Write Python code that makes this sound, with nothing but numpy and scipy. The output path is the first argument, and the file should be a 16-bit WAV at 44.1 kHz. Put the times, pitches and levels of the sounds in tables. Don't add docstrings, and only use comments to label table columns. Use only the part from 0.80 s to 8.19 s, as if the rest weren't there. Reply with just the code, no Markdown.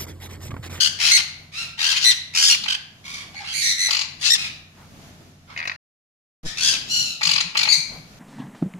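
import sys
import numpy as np
from scipy import signal
from scipy.fft import rfft, irfft, next_fast_len
from scipy.io import wavfile
from scipy.ndimage import uniform_filter1d, minimum_filter1d, map_coordinates

SR = 44100
rng = np.random.default_rng(int(sys.argv[2]) if len(sys.argv) > 2 else 0)


def output_pcm(signal):
    pcm = np.clip(np.atleast_2d(signal).T, -1, 1) * 32767
    wavfile.write(sys.argv[1], SR, np.round(pcm).astype(np.int16))


N = 325899

# frequency in Hz, relative density in dB per Hz.
AIR_SPECTRUM = [(15, -26.5), (25, -3), (70, -7), (130, -0.5), (200, -2), (330, -12), (537, -17), (680, -12),
                (919, -20), (1900, -22), (6730, -25.5), (8130, -35), (12200, -32.5), (15500, -50)]
# time in seconds, level in dB.
AIR_LEVEL = [(0, -53), (2, -55), (2.8, -53), (3.598, -55), (4.3, -53), (4.9, -58), (5.7, -48), (6.3, -49.5),
             (7.39, -51)]
# frequency in Hz, level in dB.
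HUM_PARTIALS = [(90, -57.5), (152, -59.5)]
# time in seconds, gain in dB.
HUM_SWELL = [(0, 5.5), (1.1, 2.5), (1.5, 0.5), (2.1, -6.5), (2.4, 1), (4.1, 2.5), (4.5, 0.5), (5, 2),
             (5.6, -28)]
# start in seconds, end in seconds.
SILENCE = (4.962, 5.632)
# start in seconds, length in seconds, level in dB, centre in Hz.
SHUFFLES = [(3.926, 0.19, -51, 920), (4.05, 0.19, -51, 172), (4.381, 0.084, -52.5, 375),
            (4.42, 0.12, -53.5, 213), (5.895, 0.085, -46.5, 500), (7.076, 0.14, -46, 637)]
# time in seconds, level in dB (the puff peaks 8 dB lower).
WINGBEATS = [(6.461, -25), (6.528, -34), (6.645, -29), (6.787, -35), (6.867, -38), (6.971, -29),
             (7.17, -29.5), (7.218, -37)]
# frequency in Hz, 60 dB decay time in seconds.
HALL_DECAY = [(200, 0.4312), (1000, .65), (2500, 0.61), (5000, 0.49), (8000, 0.38), (14000, 0.4)]
# frequency in Hz, left-right difference in dB.
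MICROPHONE_SIDES = [(500, -6.5), (1500, -3.5), (3000, -2.5), (5000, 3.5), (7000, 2.5), (9000, -12),
                    (14000, -11.5)]
# frequency in Hz, gain in dB.
CRY_THROAT = [(300, -57.5), (550, -23.5), (800, -3.5), (1300, -6.5), (2000, -2), (3000, -3), (4200, -2),
              (5600, -6.5), (7000, -10.5), (8500, -18.5), (10000, -21), (12500, -31), (15500, -38.5)]
HOLLOW_THROAT = [(500, -13), (1450, -31.5), (2200, -10.5), (2900, -1), (4300, 2), (5800, -5), (7200, -4),
                 (8600, -22), (12000, -19), (15000, -65)]
RATTLE_THROAT = [(300, -49.5), (600, -26), (950, -1.5), (1350, -9.5), (1800, -8.5), (2500, 4.5), (3400, -6),
                 (4400, 4.5), (5500, -8.5), (7000, -8.5), (8500, -21), (10000, -20), (15000, -34.5)]
CROAK_THROAT = [(300, -44), (500, -44), (680, -6.5), (950, -7.5), (1250, -5.5), (1800, 1.5), (2200, 0),
                (2550, 3.5), (2900, -15), (4300, -7), (6500, -18), (8000, -40), (15000, -46.5)]
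# start in seconds, rasp count, first gap in seconds, base level in dB,
# step in dB per rasp, pitch in Hz at 0 dB effort, mean brightness in dB per octave.
RATTLES = [ (1.834, 2, 0.022, -18.5, -6, 1321, 5), (3.087, 7, .019, -16, -0.39, 1242, 1.5),
           (6.41, 10, .0189, -12.5, -0.32, 1321, 1.5), (6.75, 7, 0.019, -12.5, -0.95, 1348, 1)]
# start in seconds, pulse count, first gap in seconds, base level in dB,
# step in dB per pulse, pitch in Hz at 0 dB effort, mean brightness in dB per octave.
CROAKS = [(4.763, 7, .0117, -24.5, -0.66, 900, -1.2), (4.854, 4, .0199, -20, -1.8, 898, -0.44)]
# start in seconds, rise in seconds, fall in seconds,
# level at the peak in dB, swell in dB, top pitch in Hz, glide in octaves, roughness at the peak 0-1,
# throb depth 0-1, brightness at the peak in dB per octave, gain of the fundamental in dB,
# left-right difference in dB, hall in dB re direct.
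SQUAWKS = [ (.183, .155, 0.073, -10, 13.5, 1450, 0.56, 0.57, .55, 1, -6, 4.5, -4),
           (.71, 0.1, .055, -26.5, 16, 1373, 0.31, 0.32, 0, -2, -8.5, 0.5, 5),
           (.974, .133, 0.038, -15.5, 10.5, 1559, 0.72, 0.48, 0.72, -1.5, -7.5, 4.5, 1.5),
           (1.146, 0.023, 0.02, -16.5, -2.5, 1484, 0.098, 0.57, 0.25, -2, -12.5, 5, 2.5),
           (1.2, 0.061, .073, -18, 2, 1600, 0.18, .6, 0.38, 0.5, -9.5, 5.5, -1),
           (1.533, 0.14, 0.083, -9, 12, 1590, .38, .37, .9, 2.5, -11, 1.5, -6),
           (2.235, 0.11, 0.092, -33, 5.5, 1147, 0.14, 0.37, 0.66, 0, -4, -0.5, 4.5),
           (2.525, 0.071, 0.059, -33.5, 9.5, 798, 0.11, 0.43, 0.5, -2.5, 7, 4.5, 2),
           (2.631, .1, 0.029, -26.5, 8.5, 1576, 0.32, 0.33, 0.47, -6.5, -13.5, 0, 6),
           (3.393, 0.028, .022, -30, 2, 1136, .15, .7, 0.4, 2, -1.5, 2.5, -12),
           (3.42, .035, .11, -16.5, 2.5, 1411, 0.21, 0.63, 0.4, 2, -6.5, 7.5, -6),
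           (3.558, 0.044, 0.085, -24.5, 9.5, 1315, 0.13, 0.44, 0, -2, -9.5, 2, 2.5),
           (4.669, 0.049, 0.031, -43, 3, 1150, 0.12, 0.63, 0, -8, 4, 1, 7.5),
           (5.755, .12, 0.099, -14.5, 20, 1639, 0.66, 0.4, 0.53, 2, -7.5, 4, 1.5)]
# start in seconds, rise in seconds, fall in seconds, level at the peak in dB,
# top pitch in Hz, glide in octaves, roughness at the peak 0-1, mean throbs per second,
# brightness at the peak in dB per octave, gain of the fundamental in dB,
# left-right difference in dB, hall in dB re direct.
SHRIEKS = [ (0, 0.002721, 0.079, -12.5, 1511, 0.015, 0.34, 73, 3, -4, 5, -3.5),
           (.311, 0.042, 0.02, -7, 2108, 0.11, 0.18, 60, 1.5, -4, 1.5, -6),
           (1.243, 0.043, .032, -9, 1961, .11, .13, 108, -3.5, -12, -1, -4.5),
           (1.724, 0.0025, .02, -13, 1430, 0.079, 0.11, 80, -2.5, -13.5, 1.5, -7),
           (1.875, 0.031, .055, -21, 1530, 0.058, 0.41, 48, -5.5, -10, 1.5, -3.5),
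           (2.549, .022, 0.037, -33, 2185, .03, 0.33, 80, -6, 1, 2, 2),
           (2.725, .055, 0.092, -21.5, 2193, .13, .22, 101.7, 7, 4, -5, 9.5),
           (2.815, .06, 0.059, -18, 1952, 0.071, 0.25, 98, 4.5, 0.5, 1.5, 3.5),
           (2.978, 0.054, 0.051, -18, 2012, 0.0834, 0.2, 95, 1.5, -0.5, 2, 3.5),
           (3.497, 0.0333, 0.0253, -11, 1862, 0.1, .13, 62, 4, -6.5, 5.5, -11),
           (5.647, 0.011, 0.033, -26.5, 1769, 0.04514, 0.42, 120, 3, 1.5, 5, 17),
           (6.884, 0.042, 0.018, -13.5, 2300, 0.072, .14, 82, -3.5, -10, 6.5, 4),
           (6.92, 0.02, 0.0096, -13.5, 2074, 0.052, 0.15, 61, 4, -7.5, 3.5, 6)]
# start in seconds, rise in seconds, fall in seconds, level at the peak in dB,
# top pitch in Hz, glide in octaves, roughness at the peak 0-1.
NASAL_CRY = (6.06, 0.08, 0.24, -18.5, 1449.5, 0.27, 0.18)

TOP_HZ = 15750
SQUAWK_THROBS_PER_S = 80
SHRIEK_SWELL_DB, SHRIEK_THROB_DEPTH = 4.5, .72
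SQUAWK_ATTACK_S, SHRIEK_ATTACK_S, RELEASE_S = .024, .005, .007
EDGE_ROUGH_SHARE = .45
EDGE_BRIGHT_DB_PER_OCTAVE = -2
MOUTH_SHUT_HZ, MOUTH_OPEN_HZ, MOUTH_DB = 2880, 4970, 2.5
RASP_S, CROAK_PULSE_S = .0095, .0065
GAP_GROWTH = .03
FIRST_PULSE_DB = -6.5
OCTAVES_PER_DB = 0.46
RATTLE_WALLS_DB, RATTLE_WALLS_T60_S = 2.5, .04


def amp(db):
    return 10 ** (np.asarray(db) / 20)


def unit(x):
    return x / np.sqrt(np.mean(x ** 2) + 1e-20)


def energy_one(h):
    return h / np.linalg.norm(h, axis=1, keepdims=True)


def along(points, hz):
    point_hz, value = np.transpose(points)
    return np.interp(np.log(hz + 1), np.log(point_hz + 1), value)


def over_time(points):
    return np.interp(np.arange(N) / SR, *np.transpose(points))


def wobble(n, knots_per_s):
    knots = rng.standard_normal(int(n * knots_per_s / SR) + 4)
    return map_coordinates(knots, [np.arange(n) * knots_per_s / SR], mode="nearest")


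def filtered(x, response):
    n = x.shape[-1]
    m = next_fast_len(n + 2048)
    return irfft(rfft(x, m) * response(np.fft.rfftfreq(m, 1 / SR)), m)[..., :n]


def add(track, start_s, x):
    start = max(round(start_s * SR), 0)
    track[:, start:start + x.shape[1]] += x[:, :N - start]


def air():
    side_db = [(150, -13), (400, -11.5), (1000, 0.5)]  # (Hz, dB)

    def response(hz):
        return amp(along(AIR_SPECTRUM, hz)) * [np.ones_like(hz), amp(along(side_db, hz))]

    mid, side = filtered(rng.standard_normal((2, N)), response)
    level_db = over_time(AIR_LEVEL) + 3.5 + 3.0 * wobble(N, 8)
    return amp(level_db) * unit(np.array([mid + side, mid - side]))


def motor_hum():
    hum = np.zeros(N)
    for hz, db in HUM_PARTIALS:
        level = amp(db + 0.79 * wobble(N, 2.0))
        drifting_hz = hz * (1 + 0.0034 * wobble(N, 2.4))
        hum += level * unit(np.sin(2 * np.pi * np.cumsum(drifting_hz) / SR))
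    return hum * amp(over_time(HUM_SWELL))


def thump(start_s=5.632, rise_s=0.036, fall_s=0.03, buzz_hz=160, gain_db=-20):
    t = np.arange(N) / SR - start_s
    times_s = [0, rise_s, rise_s + fall_s, rise_s + 0.89 * fall_s, rise_s + 4 * fall_s]
    push = np.interp(t, times_s, [0, -1.1, -0.019, -0.043, 0])
    buzz = signal.sawtooth(2 * np.pi * buzz_hz * t) * (t < rise_s)
    return amp(gain_db) * filtered(push * (0.53 + 0.5 * buzz), lambda hz: 1 / (1 + (hz / 900) ** 2))


def shuffles(width_octaves=0.81):
    out = np.zeros((2, N))
    for start_s, length_s, db, centre_hz in SHUFFLES:
        n = int(length_s * SR)

        def band(hz):
            return 1 / (1 + (np.log2((hz + 1) / centre_hz) / width_octaves) ** 2)

        mid, side = filtered(rng.standard_normal((2, n)), band)
        brush = unit(np.array([mid + side / 2, mid - side / 2]))
        add(out, start_s, amp(db) * np.hanning(n) * brush)
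    return out


def wings(puff_hz=160, length_s=0.068):
    out = np.zeros((2, N))
    t = np.arange(int(length_s * SR)) / SR
    for time_s, db in WINGBEATS:
        hz = puff_hz * (1 + 0.036 * rng.standard_normal())
        puff = np.sin(2 * np.pi * hz * t) * np.hanning(len(t))
        add(out, time_s - .015, amp(db - 8) * np.array([puff, puff]))
    return out


def syrinx(pitch_hz, rough, fundamental_db):
    flutter, flutter_per_s = 0.137, 1500
    shimmer_per_s, hiss, rasp = 1300, 0.46, 1.57
    n = len(pitch_hz)
    phase = 2 * np.pi * np.cumsum(pitch_hz * (1 + flutter * rough * wobble(n, flutter_per_s))) / SR
    k = np.arange(1, 15)[:, None]
    gain = amp(fundamental_db * (k == 1)) * (k * pitch_hz < SR / 2)
    tone = unit(np.sum(np.cos(k * phase) * gain, axis=0))
    noise = unit(tone * wobble(n, shimmer_per_s) + hiss * rng.standard_normal(n))
    noise_share = np.clip(rasp * rough ** 2, 0, 1)
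    return np.sqrt(1 - noise_share) * tone + np.sqrt(noise_share) * noise


def mouth(x, pitch_hz, resonance_hz, corner=0.65, width_octaves=0.15):
    def response(hz):
        ring_db = MOUTH_DB / (1 + (np.log2((hz + 1) / resonance_hz) / width_octaves) ** 2)
        return amp(ring_db) * (1 - 1 / (1 + (hz / (corner * pitch_hz)) ** 4))

    return filtered(x, response)


def beak(x, throat, bright_db_per_octave, knee_hz=2000, top_hz=6500):
    def response(hz):
        octaves = np.log2(np.clip(hz, knee_hz, top_hz) / knee_hz)
        return amp(along(throat, hz) + bright_db_per_octave * octaves)

    return unit(filtered(x, response))


def aviary(x, pan_db, hall_db, walls_db, walls_t60_s):
    noise = rng.standard_normal((2, SR * 3 // 4))
    hz, frame_s, spectrum = signal.stft(noise, SR, nperseg=256)
    decay = amp(-60 * frame_s / along(HALL_DECAY, hz)[:, None])
    tail = signal.istft(spectrum * decay, SR, nperseg=256)[1]
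    t = np.arange(tail.shape[1]) / SR
    tail = tail * (1 - np.exp(-t / 0.0029))
    walls = rng.standard_normal(tail.shape) ** 3 * amp(-60 * t / walls_t60_s)
    response = amp(walls_db) * energy_one(walls) + amp(hall_db) * energy_one(tail)
    response[[0, 1], [0, 14]] += 1
    sides = unit(amp([[pan_db / 2], [-pan_db / 2]]))
    return sides * signal.fftconvolve(x[None], energy_one(response), axes=1)


def burst(length_s, pitch_hz, throat, bright_db_per_octave, arch=0.19):
    swell = np.sqrt(np.abs(np.sin(np.linspace(0, np.pi, int(length_s * SR)))))
    buzz = syrinx(pitch_hz * (1 + arch * (swell - .8)), rough=0.8, fundamental_db=-6)
    return unit(swell * beak(buzz, throat, bright_db_per_octave))


def trains(rows, throat, length_s, scatter_db=0.86, bright_scatter_db=1.9, throat_shift=0.042):
    out = np.zeros((1, N))
    for start_s, count, gap_s, db, step_db, pitch_hz, bright_db in rows:
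        for k, (size, colour, shift) in enumerate(rng.standard_normal((round(count), 3))):
            effort_db = step_db * k + FIRST_PULSE_DB * (k == 0) + scatter_db * size
            shifted = np.multiply(throat, [np.exp(throat_shift * shift), 1])
            pulse_hz = pitch_hz * 2 ** (OCTAVES_PER_DB * effort_db)
            pulse = burst(length_s, pulse_hz, shifted, bright_db + bright_scatter_db * colour)
            pulse_s = start_s + gap_s * np.sum((1 + GAP_GROWTH) ** np.arange(k))
            add(out, pulse_s, amp(db + effort_db) * pulse[None])
    return out[0]


def rattles():
    walls = dict(walls_db=RATTLE_WALLS_DB, walls_t60_s=RATTLE_WALLS_T60_S)
    rasps = trains(RATTLES, RATTLE_THROAT, RASP_S)
    croaks = trains(CROAKS, CROAK_THROAT, CROAK_PULSE_S)
    rasps = aviary(rasps, pan_db=5.5, hall_db=-2, **walls)
    croaks = aviary(croaks, pan_db=4.5, hall_db=-5.5, **walls)
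    return (rasps + croaks)[:, :N]


def gate(t, length_s, attack_s):
    return np.clip(np.minimum(t / attack_s, (length_s - t) / RELEASE_S), 0, 1)


def cry(rise_s, fall_s, db, top_hz, glide_octaves, rough, throat, bright_db, fundamental_db,
        swell_db, throbs_per_s, depth, attack_s, arch=0.064, lag_rad=.7):
    length_s = rise_s + fall_s
    t = np.arange(int(length_s * SR)) / SR
    n = len(t)
    slack = np.interp(t, [0, rise_s, length_s], [-1, 0, 1]) ** 2
    rough = np.clip(rough * (1 + EDGE_ROUGH_SHARE * slack), 0, 1)
    beat = 2 * np.pi * np.cumsum(throbs_per_s * (1 + 0.054 * wobble(n, 60))) / SR
    wander = (.008 + .055 * rough) * wobble(n, 200)
    bend = 1 - arch * depth * np.cos(beat - lag_rad) + wander
    pitch_hz = top_hz * 2 ** (-glide_octaves * slack) * bend
    throb = unit((1 - depth * np.cos(beat)) * amp(wobble(n, 90)))
    buzz = syrinx(pitch_hz, rough, fundamental_db)
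    wide_open = beak(mouth(buzz, top_hz, MOUTH_OPEN_HZ), throat, bright_db)
    half_shut = mouth(buzz, top_hz * 2 ** -glide_octaves, MOUTH_SHUT_HZ)
    half_shut = beak(half_shut, throat, bright_db + EDGE_BRIGHT_DB_PER_OCTAVE)
    voice = (1 - slack) * wide_open + slack * half_shut
    return amp(db - swell_db * slack) * gate(t, length_s, attack_s) * throb * voice


def squawks(walls_db, walls_t60_s, give_way=0.84):
    out = np.zeros((2, N))
    for (start_s, rise_s, fall_s, db, swell_db, hz, glide, rough, depth,
         bright_db, fundamental_db, pan_db, hall_db) in SQUAWKS:
        voice = cry(rise_s, fall_s, db, hz, glide, rough, CRY_THROAT, bright_db, fundamental_db,
                    swell_db, SQUAWK_THROBS_PER_S, depth, SQUAWK_ATTACK_S)
        t = start_s + np.arange(len(voice)) / SR
        gates = [gate(t - s, up + down, SHRIEK_ATTACK_S) for s, up, down, *_ in SHRIEKS]
        voice = voice * (1 - give_way * np.max(gates, axis=0))
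        add(out, start_s, aviary(voice, pan_db, hall_db, walls_db, walls_t60_s))
    return out


def shrieks(walls_db, walls_t60_s):
    out = np.zeros((2, N))
    for (start_s, rise_s, fall_s, db, hz, glide, rough, throbs_per_s,
         bright_db, fundamental_db, pan_db, hall_db) in SHRIEKS:
        voice = cry(rise_s, fall_s, db, hz, glide, rough, CRY_THROAT, bright_db, fundamental_db,
                    SHRIEK_SWELL_DB, throbs_per_s, SHRIEK_THROB_DEPTH, SHRIEK_ATTACK_S)
        add(out, start_s, aviary(voice, pan_db, hall_db, walls_db, walls_t60_s))
    return out


def nasal_cry():
    out = np.zeros((2, N))
    start_s, *shape = NASAL_CRY
    voice = cry(*shape, HOLLOW_THROAT, bright_db=-0.5, fundamental_db=10, swell_db=25,
                throbs_per_s=90, depth=0.34, attack_s=SQUAWK_ATTACK_S)
    add(out, start_s, aviary(voice, pan_db=2.5, hall_db=4.5, walls_db=7, walls_t60_s=0.043))
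    return out


def cries():
    walls = dict(walls_db=5, walls_t60_s=0.039)
    return squawks(**walls) + shrieks(**walls) + nasal_cry()


def scene():
    def sides(hz):
        return amp(np.outer([.5, -.5], along(MICROPHONE_SIDES, hz)))

    voices = filtered(cries() + rattles(), sides)
    return air() + motor_hum() + thump() + shuffles() + wings() + voices


def record(dry):
    t = np.arange(N) / SR
    silence_start_s, silence_end_s = SILENCE
    live = uniform_filter1d(1. * ((t < silence_start_s) | (t > silence_end_s)), size=200)
    needed = 1 / np.maximum(1, np.abs(dry).max(axis=0) / .97)
    gain = uniform_filter1d(minimum_filter1d(needed, size=261), size=131)
    return live * filtered(gain * dry, lambda hz: np.clip((TOP_HZ - hz) / 100, 0, 1))


dry = scene()
out = record(dry)
output_pcm(out)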